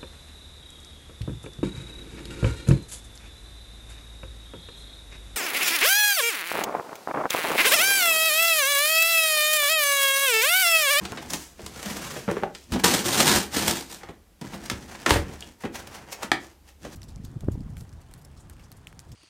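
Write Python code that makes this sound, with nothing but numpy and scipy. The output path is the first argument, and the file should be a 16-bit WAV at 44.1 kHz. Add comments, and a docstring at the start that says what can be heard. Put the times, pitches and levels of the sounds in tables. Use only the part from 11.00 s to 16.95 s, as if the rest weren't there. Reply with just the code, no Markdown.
"""Opening a big cardboard box

In a small living room a box scrapes over a rug and is tipped upright with muffled thuds. Packing tape
rips off in tugs, its glue letting go in tiny snaps. Hands pat and rub the board, the flaps burst open
with a hollow boom, a knife clinks and a flap snaps back along its crease. Each scrape and blow sounds
through the box's panels; short reverb, quiet air and a faint hum sit behind."""
import sys
import numpy as np
from scipy import signal
from scipy.fft import rfft, irfft
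from scipy.io import wavfile
from scipy.ndimage import uniform_filter1d, minimum_filter1d

SR = 44100
rng = np.random.default_rng(int(sys.argv[2]) if len(sys.argv) > 2 else 0)


def wrap_up_sound(samples):
    """Save the sound to the file named by the first command line argument, as 16-bit audio."""
    columns = np.atleast_2d(samples).T
    # keep every value between -1 and 1, then stretch to whole-number steps
    tamed = np.clip(columns, -1, 1)
    steps = np.round(tamed * 32767).astype(np.int16)
    wavfile.write(sys.argv[1], SR, steps)


N = 262395
TIME = np.arange(N) / SR
BASS_HZ, TREBLE_HZ = 400, 3000  # crossovers

# Cue levels are relative: each source sets its own band gains on top.
# tugs on the tape, the last two as the flaps burst open:
# (time [s], length [s], level [dB], attack [s], treble [dB])
TAPE_TUGS = [(1.838, 0.11, -23.5, 0.0028, 0), (2.062, 0.084, -31, 0.031, 1.5),
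             (2.199, 0.01, -22.5, 0.09, 0), (2.273, 0.089, -23, 0.045, 0), (2.558, 0.084, -30, 0.076, -0.5),
             (2.685, 0.015, -29.5, 0.086, 1), (2.771, 0.033, -41, .02, 1.5), (2.918, .005, -42.5, .05, 3),
             (4.077, 0.025, -28.5, 0.0086, -10.5), (4.102, 0.0099, -29.5, 0.018, -0.5)]
# creases and tape giving way: (time [s], level [dB], treble [dB], decay [s], panel pitch [Hz])
CREASE_CRACKS = [(0.052, -24, -1, 0.0056, 1390), (0.121, -23, -4.5, 0.001, 571),
                 (0.172, -24.5, -11, 0.011, 1720), (0.335, -20.5, 7, 0.0015, 487),
                 (0.663, -29, 6, .003, 501), (0.829, -26.5, 3, 0.0017, 1340), (1.313, -31, 6, 0.0016, 900),
                 (1.549, -30, 0.5, 0.0058, 2930), (2.203, -6.5, 0.5, 0.0042, 1200),
                 (2.279, -10, 1, 0.00082, 2500), (3.033, -27, -12, 0.0048, 700), (3.413, -38, 3, .004, 900),
                 (3.699, -15.5, -1, 0.0032, 1770), (3.949, -28, -26, 0.0045, 923),
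                 (4.062, -6, -9, 0.005, 905), (4.094, -17, 1, 0.0029, 3000),
                 (4.107, 3.5, -9.5, 0.0015, 773), (4.407, -39.5, 16.5, 0.0016, 2980),
                 (5.231, -22, -0.5, 0.0019, 552), (5.317, -1.5, -12.5, 0.0021, 1140)]
# the box rocks down onto the rug, edge after edge: (time [s], level [dB], panel pitch [Hz])
EDGE_LANDINGS = [(1.279, -19, 209), (1.288, -12.5, 457), (1.3, -16.5, 450), (1.314, -15, 390),
                 (1.368, -15.5, 420), (1.425, -22, 250), (1.435, -9, 700)]
# hands pat and grip the board: (time [s], level [dB], treble [dB], panel pitch [Hz])
HAND_PATS = [(0.012, -31.5, -26, 194), (0.125, -23.5, -36, 1200), (0.336, -24, 0.5, 317),
             (0.592, -30.5, -17, 430), (1.163, -23.5, -26, 450), (1.721, -23.5, -4, 228),
             (1.736, -22, -6, 205), (1.759, -16, -17, 287), (3.087, -30.5, -17, 285),
             (3.413, -29.5, -11.5, 196), (3.443, -32.5, -28, 208), (3.532, -29.5, -10, 188),
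             (3.712, -22.5, -5.5, 210), (4.158, -15, -18, 350), (4.637, -22, -21, 257),
             (4.651, -21, -17.5, 280), (5.24, -31.5, -17, 236), (5.849, -24, -15.5, 460)]
# shoves that make the box boom: (time [s], level [dB])
BOX_SHOVES = [(0.63, -38.5), (1.719, -25), (2.35, -30), (2.681, -37), (3.731, -34), (4.113, -19.5),
              (4.162, -19.5)]
# hands and flaps shifting on the board: (time [s], length [s], level [dB], bass [dB], treble [dB])
HAND_RUBS = [(0.018, 0.32, -49, 4.5, -2.5), (0.608, 0.033, -51.5, 6, 1.5), (1.306, 0.099, -44.5, -7, -13),
             (1.552, 0.088, -64, -5, 9.5), (1.727, 0.042, -45.5, 8, -1), (3.017, 0.077, -52, -2, -12),
             (3.444, .18, -50, 1.5, -3), (3.641, 0.19, -52.5, 3.5, -0.5), (3.9, 0.26, -49, -1.5, -2.5),
             (4.154, 0.13, -48, 6, -9), (4.31, 0.17, -54.5, 2.5, -0.5), (4.75, 0.28, -52.5, 1, -8),
             (5.09, .16, -51.5, -7, -6), (5.417, 0.046, -53, -3, -0.5), (5.836, .11, -54.5, 7, -0.5)]
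# skin and flaps brushing past: (peak time [s], level [dB], swell and fade time [s], scrape pitch [Hz])
QUICK_SWIPES = [(0.227, -25.5, 0.0072, 840), (0.306, -23.5, 0.004, 5330), (0.342, -27.5, 0.019, 6860),
                (0.424, -39.5, 0.061, 7340), (1.799, -18, 0.0072, 851), (3.546, -27.5, 0.015, 813),
                (3.661, -26, 0.0043, 4000), (3.914, -35, 0.0086, 1460), (4.338, -30, 0.0066, 775),
                (4.622, -35.5, 0.014, 2000), (4.757, -23, 0.011, 1930), (4.798, -26.5, 0.0062, 1480),
                (4.874, -29, 0.0037, 1790), (4.951, -28.5, 0.026, 1270), (5.128, -26.5, 0.0077, 5960),
                (5.233, -20, 0.012, 966), (5.688, -43, 0.019, 2500), (5.934, -40.5, 0.014, 5190)]

# resonances of the cardboard panels: (frequency [Hz], bandwidth [Hz], level [dB])
PANEL_MODES = [(130, 4, 0), (206, 67, -22), (338, 7.7, 2.5), (456.4, 15, -6), (571.6, 16, -4),
               (780, 107, -8.5), (950, 88, -15), (1750, 73, -22)]
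# low modes of the whole box and the air inside: (frequency [Hz], level [dB], t60 [s])
BOX_MODES = [(37.7, -11.5, 0.26), (70.9, -9.5, 0.96), (76.6, -4.5, 0.44), (99, -0.5, 0.15), (156, -15, 0.1)]
# modes of the knife blade: (frequency [Hz], level [dB], t60 [s])
BLADE_MODES = [(2900, -17, 0.062), (2920, 12, 0.018), (3220, 12, 0.019), (3280, -8, .05)]

# tone of peeling tape: (frequency [Hz], level [dB])
TAPE_EQ = [(24, -41), (40, -11), (194, 8.5), (329, 2.5), (363, -1), (585, -8.5), (646, -9.5), (918, -5.5),
           (1090, -9), (1720, -7.5), (2150, -10), (9220, -14), (11000, -22.5), (14800, -19), (16000, -47.5)]
# tone of snapping fibres: (frequency [Hz], level [dB])
SNAP_EQ = [(24, -39.5), (40, -21), (312, -6.5), (1300, -10), (1850, -9), (2770, -10), (4030, -4),
           (4800, -2.5), (7730, -2.5), (16000, -18.5)]
# tone of a dull blow on the box: (frequency [Hz], level [dB])
THUD_EQ = [(24, -41.5), (40, -12), (199, 2), (680, -7), (896, -9), (1760, -13.5), (9940, -33.5),
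           (16000, -40.5)]
# tone of cardboard sliding on the rug: (frequency [Hz], level [dB])
RUG_EQ = [(24, -51), (40, -6), (220, 9), (305, -9), (422, -14), (810, -19.5), (1340, -17.5), (4340, -24.5),
          (6020, -22.5), (14500, -33.5), (16000, -43)]
# tone of skin rubbing cardboard: (frequency [Hz], level [dB])
RUB_EQ = [(24, -46), (40, -4.5), (231, -2), (372, -7.5), (942, -7.5), (1120, -10.5), (1760, -9.5),
          (4030, -19.5), (6020, -18), (13100, -30.5), (16000, -35.5)]
# tone of the room's air: (frequency [Hz], level [dB])
AIR_EQ = [(15, -25.5), (25, -12), (43, -2), (87, -3), (130, -22.5), (190, -13.5), (607, -25), (775, -24),
          (1190, -29.5), (14800, -37.5), (16000, -51)]

# reflections off nearby surfaces: (delay [s], level [dB])
EARLY_ECHOES = [(.0024, -33), (.0043, -31.5)]
# reverb time of the room: (frequency [Hz], t60 [s])
ROOM_DECAY = [(100, 0.31), (260, 0.46), (700, 0.23), (1840, 0.25), (4850, 0.2), (14000, 0.17)]


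def tape_rip():
    """Glue lets go in a dense stream of tiny snaps, and the lid acts as a sounding board."""
    glue = slips(per_s=6000, spread_db=5.5, catch_hz=200, catch_db=2.5)
    tugs = [stroke(s, length, db, attack, release_s=0.12, grab_db=3, treble_db=high)
            for s, length, db, attack, high in TAPE_TUGS]
    return friction(tugs, glue, TAPE_EQ, bass_db=-6, middle_db=-1, treble_db=-0.5, fade_s=0.0037)


def cracks():
    """Creases and tape give way in sharp snaps with little bass."""
    hits = [(s, db, -16.5, high, decay, hz) for s, db, high, decay, hz in CREASE_CRACKS]
    return blows(hits, SNAP_EQ, push_db=4, hardness=0.17, crush_db=-6, crush_hz=5130, rise_s=0.00095,
                 panel_db=1.5, panel_q=0.7, bass_db=4, middle_db=-1.5, treble_db=-4.5, sizzle_db=1.5)


def thuds():
    """Dull blows: the box lands, muffled by the rug, and hands pat it. Lower panels give more bass."""
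    landings = [(s, db, -31.5, hz) for s, db, hz in EDGE_LANDINGS]  # one treble cut for every edge
    hits = []
    for cues, low_db, decay_s in (landings, -2.5, 0.0045), (HAND_PATS, -3, 0.012):
        hits += [(s, db, low_db - 12 * np.log2(hz / 200), high, decay_s, hz) for s, db, high, hz in cues]
    return blows(hits, THUD_EQ, push_db=15.5, hardness=0.63, crush_db=-9, crush_hz=5030, rise_s=0.00086,
                 panel_db=5, panel_q=3, bass_db=7.5, middle_db=-2.5, treble_db=0.5, sizzle_db=16)


def booms():
    """The walls of the box swing in and out after a shove: a hollow boom."""
    out, boom = np.zeros(N), ring(BOX_MODES)
    for s, db in BOX_SHOVES:
        add(out, s, undb(db) * boom)
    return out


def rug_drag():
    """The box slides in one long push, catching and slipping on the pile."""
    pile = slips(per_s=15000, spread_db=2, catch_hz=120, catch_db=2.5)
    push = stroke(s=0.86, length_s=0.26, db=-40.5, attack_s=0.35, release_s=0.41, grab_db=2)
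    return friction([push], pile, RUG_EQ, bass_db=-5.5, middle_db=0.5, treble_db=-1.5, fade_s=0.022)


def handling():
    """Skin sticks and slips on the board while stray fibres and scraps of tape tick at random."""
    moves = [stroke(s, length, db, attack_s=0.052, release_s=0.14, grab_db=1.5,
                    bass_db=low, treble_db=high) for s, length, db, low, high in HAND_RUBS]
    skin = slips(per_s=2800, spread_db=5, catch_hz=70, catch_db=1.8)
    ticks = slips(per_s=83, spread_db=4, catch_hz=20, catch_db=2)
    rub = friction(moves, skin, RUB_EQ, bass_db=-1, middle_db=0, treble_db=-2, fade_s=0.008)
    crinkle = friction(moves, ticks, SNAP_EQ, bass_db=-21, middle_db=-17, treble_db=-8, fade_s=0.008)
    return rub + crinkle


def swipes():
    """Quick rubs swell and fade, each at its own pitch; higher ones are brighter."""
    rub = board(slips(per_s=9000, spread_db=3, catch_hz=200, catch_db=1.2), RUB_EQ)
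    out = np.zeros(N)
    for s, db, swell_s, hz in QUICK_SWIPES:
        bright_db = -8.5 + 4 * np.log2(hz / 1000)
        _, middle, treble = bands(rub + undb(-6) * resonance(rub, hz, q=2.4))
        scrape = undb(-12) * middle + undb(bright_db - 8) * sizzle(treble, bright_db)
        swell = np.exp(-np.abs(TIME - s) / swell_s)
        out += undb(db) * swell * scrape
    return out


def knife_clink(time_s=4.425, level_db=-43.5):
    """A light touch rings the blade."""
    out = np.zeros(N)
    add(out, time_s, undb(level_db) * ring(BLADE_MODES))
    return out


def slips(per_s, spread_db, catch_hz, catch_db):
    """Tiny releases of glue or fibre, uneven in size, bunched as the contact catches and lets go."""
    happens = rng.random(N) < per_s / SR
    sizes = undb(spread_db * np.clip(rng.standard_normal(N), -2, 2))
    signs = rng.choice([-1, 1], N)
    return unit(happens * sizes * signs * undb(catch_db * wander(catch_hz)))


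def stroke(s, length_s, db, attack_s, release_s, grab_db, bass_db=0, treble_db=0):
    """A slide builds, grabs, eases and lets go: (time [s], level [dB], bass [dB], treble [dB]) points."""
    floor_db, end = db - 25, s + length_s
    envelope = [(s - attack_s, floor_db), (s, db + grab_db), (s + 0.62 * length_s, db),
                (end, db), (end + release_s, floor_db)]
    return [(t, level, bass_db, treble_db) for t, level in envelope]


def friction(strokes, force, eq, bass_db, middle_db, treble_db, fade_s):
    """Slips shake the board; each stroke rides the level, with its own share of bass and treble."""
    bass, middle, treble = bands(board(force, eq))
    out = np.zeros(N)
    for points in strokes:
        times, *curves = np.transpose(points)
        db, low, high = (np.interp(TIME, times, curve) for curve in curves)
        inside_s = np.minimum(TIME - times[0], times[-1] - TIME)
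        contact = np.clip(inside_s / fade_s + 1, 0, 1)
        scrape = undb(middle_db) * middle + undb(low + bass_db) * bass + undb(high + treble_db) * treble
        out += contact * undb(db) * scrape
    return out


def blows(hits, eq, push_db, hardness, crush_db, crush_hz, rise_s, panel_db, panel_q,
          bass_db, middle_db, treble_db, sizzle_db):
    """Each blow is one sharp push and a dying burst of crushed fibres; the struck panel rings briefly."""
    out, t = np.zeros(N), TIME[:SR // 4]
    for s, db, low, high, decay_s, hz in hits:
        crush = signal.lfilter(*signal.butter(1, crush_hz, fs=SR), rng.standard_normal(len(t)))
        force = undb(crush_db) * crush * (1 - np.exp(-t / rise_s)) * np.exp(-t / decay_s)
        force[0] += undb(push_db + hardness * db)  # the harder the blow, the more push over crush
        force += undb(panel_db) * resonance(force, hz, panel_q)
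        bass, middle, treble = bands(board(force, eq))
        body = undb(middle_db) * middle + undb(low + bass_db) * bass
        edge = undb(high + treble_db) * sizzle(treble, high + sizzle_db)
        add(out, s, undb(db) * (body + edge) / np.abs(middle).max())
    return out


def board(force, eq):
    """A force on the cardboard sounds directly and through the panel resonances."""
    panels = sum(undb(db) * resonance(force, hz, hz / width) for hz, width, db in PANEL_MODES)
    return colour(force + panels, eq)


def sizzle(treble, db):
    """The brighter a contact, the higher its treble reaches."""
    return unit(treble + undb(db) * np.diff(treble, prepend=0))


def ring(modes):
    """Struck modes die away freely as damped sines."""
    t = TIME[:SR]
    return sum(undb(db - 60 * t / t60) * np.sin(2 * np.pi * hz * t) for hz, db, t60 in modes)


def resonance(x, hz, q):
    """Band-pass with gain 1 at the centre."""
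    return signal.lfilter(*signal.iirpeak(hz, q, fs=SR), x)


def bands(x):
    """Bass, middle and treble of a sound, each at rms 1."""
    edges = (BASS_HZ, "low"), ([BASS_HZ, TREBLE_HZ], "band"), (TREBLE_HZ, "high")
    return [unit(signal.sosfilt(signal.butter(3, hz, kind, fs=SR, output="sos"), x))
            for hz, kind in edges]


def colour(x, eq, size=4096):
    """Minimum-phase EQ: nothing rings ahead of a transient."""
    gain = undb(on_log(np.fft.rfftfreq(size, 1 / SR), eq))
    cepstrum = irfft(np.log(gain))
    cepstrum[1:size // 2] *= 2
    cepstrum[size // 2 + 1:] = 0
    impulse = irfft(np.exp(rfft(cepstrum)))
    return signal.fftconvolve(x, impulse)[:len(x)]


def on_log(hz, points):
    """Read (frequency [Hz], value) points on a logarithmic frequency axis."""
    frequencies, values = np.transpose(points)
    return np.interp(np.log(hz + 1), np.log(frequencies), values)


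def wander(rate_hz):
    """Smooth random drift at rms 1."""
    hold = int(SR / rate_hz)
    steps = np.repeat(rng.standard_normal(N // hold + 1), hold)
    return unit(uniform_filter1d(steps, hold)[:N])


def undb(db):
    """Decibels to gain."""
    return 10 ** (np.asarray(db) / 20)


def unit(x):
    """Scale to rms 1."""
    return x / np.sqrt(np.mean(x ** 2))


def add(out, s, x):
    """Mix x into out from time s."""
    i = max(int(s * SR), 0)
    out[i:i + len(x)] += x[:max(len(out) - i, 0)]


def room_reverb(send, build_s=0.0043, block=1536):
    """Two near echoes and a diffuse tail, drawn afresh each block as if the box and hands moved."""
    hz, t, _ = signal.stft(TIME[:SR // 2], SR)
    decay = undb(-60 * t / on_log(hz, ROOM_DECAY)[:, None])
    out = np.zeros(N)
    for s, db in EARLY_ECHOES:
        add(out, s, undb(db) * send)
    for start in range(0, N, block):
        phases = np.exp(2j * np.pi * rng.random(decay.shape))
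        tail = signal.istft(phases * decay, SR)[1]
        tail *= 1 - np.exp(-(TIME[:len(tail)] / build_s) ** 2)
        add(out, start / SR, signal.fftconvolve(send[start:start + block], tail / np.linalg.norm(tail)))
    return out


def room_tone(air_db=-56.5, hum_db=-61, hum_hz=67.3):
    """A bed of quiet air and a faint, wavering hum."""
    air = undb(air_db) * unit(colour(rng.standard_normal(N), AIR_EQ))
    hum = undb(hum_db + 4.9 * wander(rate_hz=1.6)) * np.sin(2 * np.pi * hum_hz * TIME)
    return air + hum


def scene():
    """The mono mix: tape, rug, hands, knife and blows feed the reverb; booms and room tone stay dry."""
    textures = rug_drag() + handling() + tape_rip()
    knocks, snaps = thuds(), cracks()
    details = swipes() + knife_clink()
    crisp = textures + snaps + details
    reverb = room_reverb(undb(-6.5) * crisp + undb(-8) * knocks)
    return (crisp + knocks + reverb + booms() + room_tone())[None]


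def record(dry):
    """The microphone drops the deepest bass; a fast limiter holds the peaks; the top is cut."""
    ceiling, window, top_hz = 0.97, 129, 16200
    heard = signal.sosfilt(signal.butter(4, 30, "high", fs=SR, output="sos"), dry)
    gain = ceiling / np.maximum(np.abs(heard), ceiling)
    limited = heard * uniform_filter1d(minimum_filter1d(gain, size=window), size=window)
    return signal.sosfilt(signal.ellip(10, 0.1, 80, top_hz, fs=SR, output="sos"), limited)


dry = scene()
out = record(dry)
wrap_up_sound(out)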